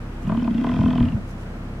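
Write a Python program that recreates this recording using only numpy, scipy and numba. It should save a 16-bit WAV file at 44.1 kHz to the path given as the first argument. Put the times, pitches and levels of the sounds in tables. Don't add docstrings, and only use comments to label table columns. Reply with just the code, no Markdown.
import sys
import numpy as np
from scipy import signal
from scipy.fft import rfft, irfft
from scipy.io import wavfile
from scipy.ndimage import uniform_filter1d
from numba import njit

SR = 44100
rng = np.random.default_rng(int(sys.argv[2]) if len(sys.argv) > 2 else 0)


def wav_record(signal):
    frames = np.transpose(np.atleast_2d(signal))
    bounded = np.clip(frames, -1, 1)
    quanta = np.round(bounded * 32767).astype(np.int16)
    wavfile.write(sys.argv[1], SR, quanta)


N = 79380
TIME_S = np.arange(N) / SR


def undb(db):
    return 10 ** (np.asarray(db) / 20)


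def level(x, db):
    return x * undb(db) / np.sqrt(np.mean(x ** 2) + 1e-18)


def curve(rows):
    return np.interp(TIME_S, *np.array(rows).T)


def bell(peak_s, half_width_s):
    return np.exp(-((TIME_S - peak_s) / half_width_s) ** 2)


def walk(rate_hz):
    hold = int(SR / rate_hz)
    steps = np.repeat(rng.standard_normal(N // hold + 1), hold)
    return 1.3 * uniform_filter1d(uniform_filter1d(steps, hold), hold)[:N]


@njit
def svf(x, hz, width_hz):
    y, band, low = np.empty(len(x)), 0., 0.
    for i in range(len(x)):
        g, k = np.tan(np.pi * hz[i] / SR), width_hz[i] / hz[i]
        y[i] = (band + g * (x[i] + 1e-18 - low)) / (1 + g * (g + k))
        band, low = 2 * y[i] - band, low + 2 * g * y[i]
    return y


def ring(x, hz, width_hz, damping_hz=0):
    return svf(x, hz * np.ones(N), (width_hz + damping_hz) * np.ones(N)) * width_hz / hz


def ring_twice(x, hz, width_hz):
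    return ring(ring(x, hz, width_hz), hz, width_hz)


def colour(x, points):
    hz, db = np.array(points).T
    gain_db = np.interp(np.log(np.fft.rfftfreq(N, 1 / SR) + 1), np.log(hz), db)
    return irfft(rfft(x) * undb(gain_db), N)


def lowpass(x, hz, order):
    return signal.sosfilt(signal.butter(order, hz, fs=SR, output="sos"), x)


def clicks(times_s, sizes):
    return np.bincount((times_s * SR).astype(int), sizes, N)[:N]


def stereo(mid, side):
    return np.array([mid + side, mid - side])


# multiple of firing rate, relative level/dB
IDLE_ORDERS_DB = [(1, 0), (2, -6), (3, -4.5), (4, -8), (5, -11.5), (5.75, -11), (7.4, -9.5), (8, -18.5),
                  (10, -14), (15, -21), (17, -22.5), (21, -24.5)]

def idle(firing_hz=33.11, fundamental_db=-36):
    cycles = np.cumsum(firing_hz * (1 + .0037 * walk(3.5))) / SR
    hum = sum(undb(db + walk(7.1)) * np.sin(2 * np.pi * (multiple * cycles + rng.random()))
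              for multiple, db in IDLE_ORDERS_DB)
    return np.sqrt(2) * undb(fundamental_db) * hum


# f/Hz, relative level/dB
BREEZE_SPECTRUM_DB = [(20, -23.5), (50, -8), (110, -11.5), (200, -7), (330, -17.5), (420, -17), (700, -21),
                      (1400, -24), (2000, -32), (3600, -42.5), (6000, -46.5), (10000, -52), (15000, -59.5)]
# f/Hz, level/dB
BREEZE_SIDE_DB = [(30, -57), (120, -39.5), (300, -7), (1000, -6.5), (2500, 5.5), (6000, 0)]

def breeze():
    mid, side = (colour(rng.standard_normal(N), BREEZE_SPECTRUM_DB) for _ in range(2))
    air = stereo(mid, colour(side, BREEZE_SIDE_DB)) * undb(.4 * walk(10))
    rumble = ring_twice(rng.standard_normal(N), hz=182, width_hz=182)
    return level(air, db=-38.5) + level(rumble, db=-42.5)


FOLDS_START_S, FOLDS_END_S = .25, 1.185
# t/s, f/Hz
BEAT_RATE_HZ = [(0.25, 44.95), (0.3, 42.75), (0.345, 34.57), (0.405, 43.55), (0.52, 25.64), (0.59, 30.23),
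                (0.68, 41.58), (0.8, 42.59), (1.03, 40.03), (1.1, 27.38), (1.2, 22.23)]

def fold_closures(jitter_s=.0003):
    beating = (TIME_S > FOLDS_START_S) & (TIME_S < FOLDS_END_S)
    cycles = np.cumsum(curve(BEAT_RATE_HZ) * beating) / SR
    beats_s = TIME_S[np.searchsorted(cycles, np.arange(1, int(cycles[-1]) + 1))]
    return beats_s + jitter_s * rng.standard_normal(len(beats_s))


def fold_openings(beats_s, lead_s=.0017):
    return sum(bell(at_s - lead_s, half_width_s=.0028) for at_s in beats_s)


# t/s, relative level/dB
AIRFLOW_DB = [(.21, -16.5), (.285, -7), (.34, -7), (.42, -6), (.49, -9), (.56, -5), (.7, -3), (.9, -2),
              (1.05, -1.5), (1.12, -7.5), (1.21, -42)]
# t/s, frequency ratio
RASP_RATIO = [(.3, .94), (.6, 1.018), (.8, 1.01), (1.0, 0.956), (1.12, .91)]
# unshifted f/Hz, width/Hz, relative puff level/dB, relative leak level/dB
RASP_RESONANCES = [(680, 59, -14.5, -11.5), (928, 85, -7.5, -19.5), (1477, 850, -11, -5.5),
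                   (1903, 360, 0, -10.5), (2608, 450, 1.5, -4.5), (3046, 560, 3, -10.5),
                   (4120, 430, -18, -23.5), (6500, 2800, -30, -33.5)]

def rasp(openings):
    air = rng.standard_normal((2, N)) * undb(curve(AIRFLOW_DB) + walk(230))
    mid_side = np.zeros((2, N))
    for hz, width_hz, puff_db, leak_db in RASP_RESONANCES:
        centre_hz = hz * curve(RASP_RATIO) * (1 + .013 * walk(30))
        flow = undb(puff_db + walk(40)) * openings + undb(leak_db + 2 * walk(87.94))
        mid_side += [ring_twice(noise * flow, centre_hz, width_hz) for noise in air]
    mid, side = mid_side
    return level(stereo(mid, .14 * side), db=-49)


def growl(beats_s, openings, start_s=.21, flutter_per_s=60, pan_db=.5):
    sounding = (TIME_S > start_s) & (TIME_S < FOLDS_END_S)
    closures = clicks(beats_s, undb(.7 * rng.standard_normal(len(beats_s))))
    flutter = sounding * (rng.random(N) < flutter_per_s / SR) * rng.choice([-1, 1], N)
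    pulses = closures + .17 * flutter
    pan = undb([[pan_db / 2], [-pan_db / 2]])
    return chest(pulses, sounding) + throat(pulses, openings) + pan * croak(pulses, beats_s)


# t/s, relative level/dB
CHEST_DRIVE_DB = [(.21, -26.5), (.235, 0.5), (.32, -5.5), (.42, -10), (.58, -16.5), (.7, -4.5), (.78, 1),
                  (.92, -4), (1.06, -3), (1.13, -12), (1.2, -22)]

def chest(pulses, sounding):
    drive = (pulses + .025 * sounding * rng.standard_normal(N)) * undb(curve(CHEST_DRIVE_DB))
    chest_tone = ring_twice(drive, hz=164.4, width_hz=25.8)
    belly_tone = ring_twice(drive, hz=113.7, width_hz=39)
    return level(chest_tone, db=-32) + level(belly_tone, db=-35)


# t/s, f/Hz
THROAT_MODE_HZ = [(.25, 188), (.31, 210.3), (.38, 233.4), (.44, 237), (.52, 217.3), (.64, 255.7),
                  (.74, 227), (.98, 234), (1.08, 242.6), (1.19, 201.7)]
# t/s, relative level/dB
EFFORT_DB = [(.26, -2.5), (.31, 1), (.347, -2.5), (.375, 2.5), (.4, -11.5), (.422, 2.5), (.45, -4.5),
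             (.48, 5), (.515, 1), (.585, 2.5), (.64, -1.5), (.7, -2), (.79, 0.5), (.86, 5.5), (.94, -2.5),
             (.985, 3.5), (1.03, 3), (1.09, -10), (1.16, -4.5)]

def throat(pulses, openings):
    centre_hz = curve(THROAT_MODE_HZ)
    tone = ring(pulses * undb(curve(EFFORT_DB)), centre_hz, width_hz=12.1, damping_hz=78 * openings)
    boom = lowpass(ring(tone, centre_hz, width_hz=190), hz=304, order=3)
    return level(boom, db=-23.2)


# t/s, relative level/dB
CLOSURE_DB = [(.27, -13), (.298, 1), (.325, 1.5), (.4, -14), (.425, -7), (.45, -12), (.477, 1), (.51, -17),
              (.615, -11), (.643, 2), (.69, 0), (.77, -6), (.85, -2), (.94, -5), (.99, -3), (1.08, -17),
              (1.17, -17)]
# f/Hz, width/Hz, relative level/dB
UPPER_RESONANCES = [(455, 50, -6), (615, 45, -1), (672, 32, 5), (880, 110, -6), (1000, 80, 0),
                    (1250, 120, -11), (1480, 110, -11)]
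# t/s, extra width/Hz
MOUTH_DAMPING_HZ = [(.3, 27), (.64, 20), (.76, 5), (1.1, 5)]

def croak(pulses, beats_s, bounce_s=.003, bounce_scatter_s=.0008, rattle_s=.006):
    bounces_s = beats_s + bounce_s + bounce_scatter_s * rng.standard_normal(len(beats_s))
    bounces = clicks(bounces_s, np.full(len(beats_s), .65))
    rattle = signal.lfilter([1], [1, -np.exp(-1 / (rattle_s * SR))], pulses) * rng.standard_normal(N)
    drive = (pulses + bounces + .055 * rattle) * undb(curve(CLOSURE_DB))
    damping_hz = curve(MOUTH_DAMPING_HZ)
    upper = 0
    for k, (hz, width_hz, db) in enumerate(UPPER_RESONANCES):
        gain = (-1) ** k * undb(db + .7 * walk(40))
        upper = upper + gain * ring(drive, hz * (1 + .003 * walk(28)), width_hz, damping_hz)
    return level(lowpass(upper, hz=2000, order=2), db=-39.3)


def ground_scatter(x, t60_s=.16, tail_db=-11.5):
    age_s = TIME_S[:N // 3]
    tail = rng.standard_normal((2, len(age_s))) * undb(-60 * age_s / t60_s)
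    tail /= np.sqrt(np.sum(tail ** 2) / 2)
    return x + undb(tail_db) * signal.fftconvolve(x, tail, axes=1)[:, :N]


# t/s, half-width/s, level/dB
GRASS_SWISHES = [(0.233, 0.017, -56), (0.281, 0.0063, -56), (1.302, 0.035, -57), (1.412, 0.033, -60)]
# f/Hz, relative level/dB
GRASS_SPECTRUM_DB = [(1500, -7), (4000, 1), (6000, 7.5), (8500, 1), (10800, 1), (12500, -6), (16000, -7)]

def grass():
    envelope = sum(undb(db) * bell(at_s, half_width_s) for at_s, half_width_s, db in GRASS_SWISHES)
    grains = rng.standard_normal((2, N)) * undb(3.4 * walk(600))
    return envelope * level(colour(grains, GRASS_SPECTRUM_DB), db=0)


def stalk_snap():
    burst = rng.standard_normal(N) * bell(peak_s=.43, half_width_s=.0013)
    return level(ring_twice(burst, hz=5240, width_hz=790), db=-79.5)


def hiss(openings):
    air = rng.standard_normal((2, N)) * bell(peak_s=.78, half_width_s=.24) * (1 + .63 * openings)
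    return level(np.array([ring_twice(noise, hz=5460, width_hz=2000) for noise in air]), db=-68.5)


# t/s, f/Hz, half-width/s, nominal peak level/dB
WIND_BUMPS = [(0.802, 114, 0.0075, -12), (.854, 97.5, 0.0071, -10), (1.017, 93, 0.0036, -9.5),
              (1.036, 61.6, .009, -19), (1.055, 89.7, 0.024, -18.5), (1.154, 99.4, 0.0059, -11.5)]

def wind_bumps():
    swing = sum(-undb(db) * bell(at_s, half_width_s) * np.cos(2 * np.pi * hz * (TIME_S - at_s))
                for at_s, hz, half_width_s, db in WIND_BUMPS)
    return swing * (1 + .12 * np.array([walk(170), walk(150)]))


def scene():
    beats_s = fold_closures()
    openings = fold_openings(beats_s)
    call = ground_scatter(growl(beats_s, openings) + rasp(openings) + hiss(openings))
    return call + wind_bumps() + idle() + breeze() + grass() + stalk_snap()


def record(dry, fade_s=.003, top_hz=15700):
    fade = np.minimum(np.minimum(TIME_S, TIME_S[-1] - TIME_S) / fade_s, 1)
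    return signal.sosfilt(signal.ellip(10, .2, 80, top_hz, fs=SR, output="sos"), dry * fade)


dry = scene()
out = record(dry)
wav_record(out)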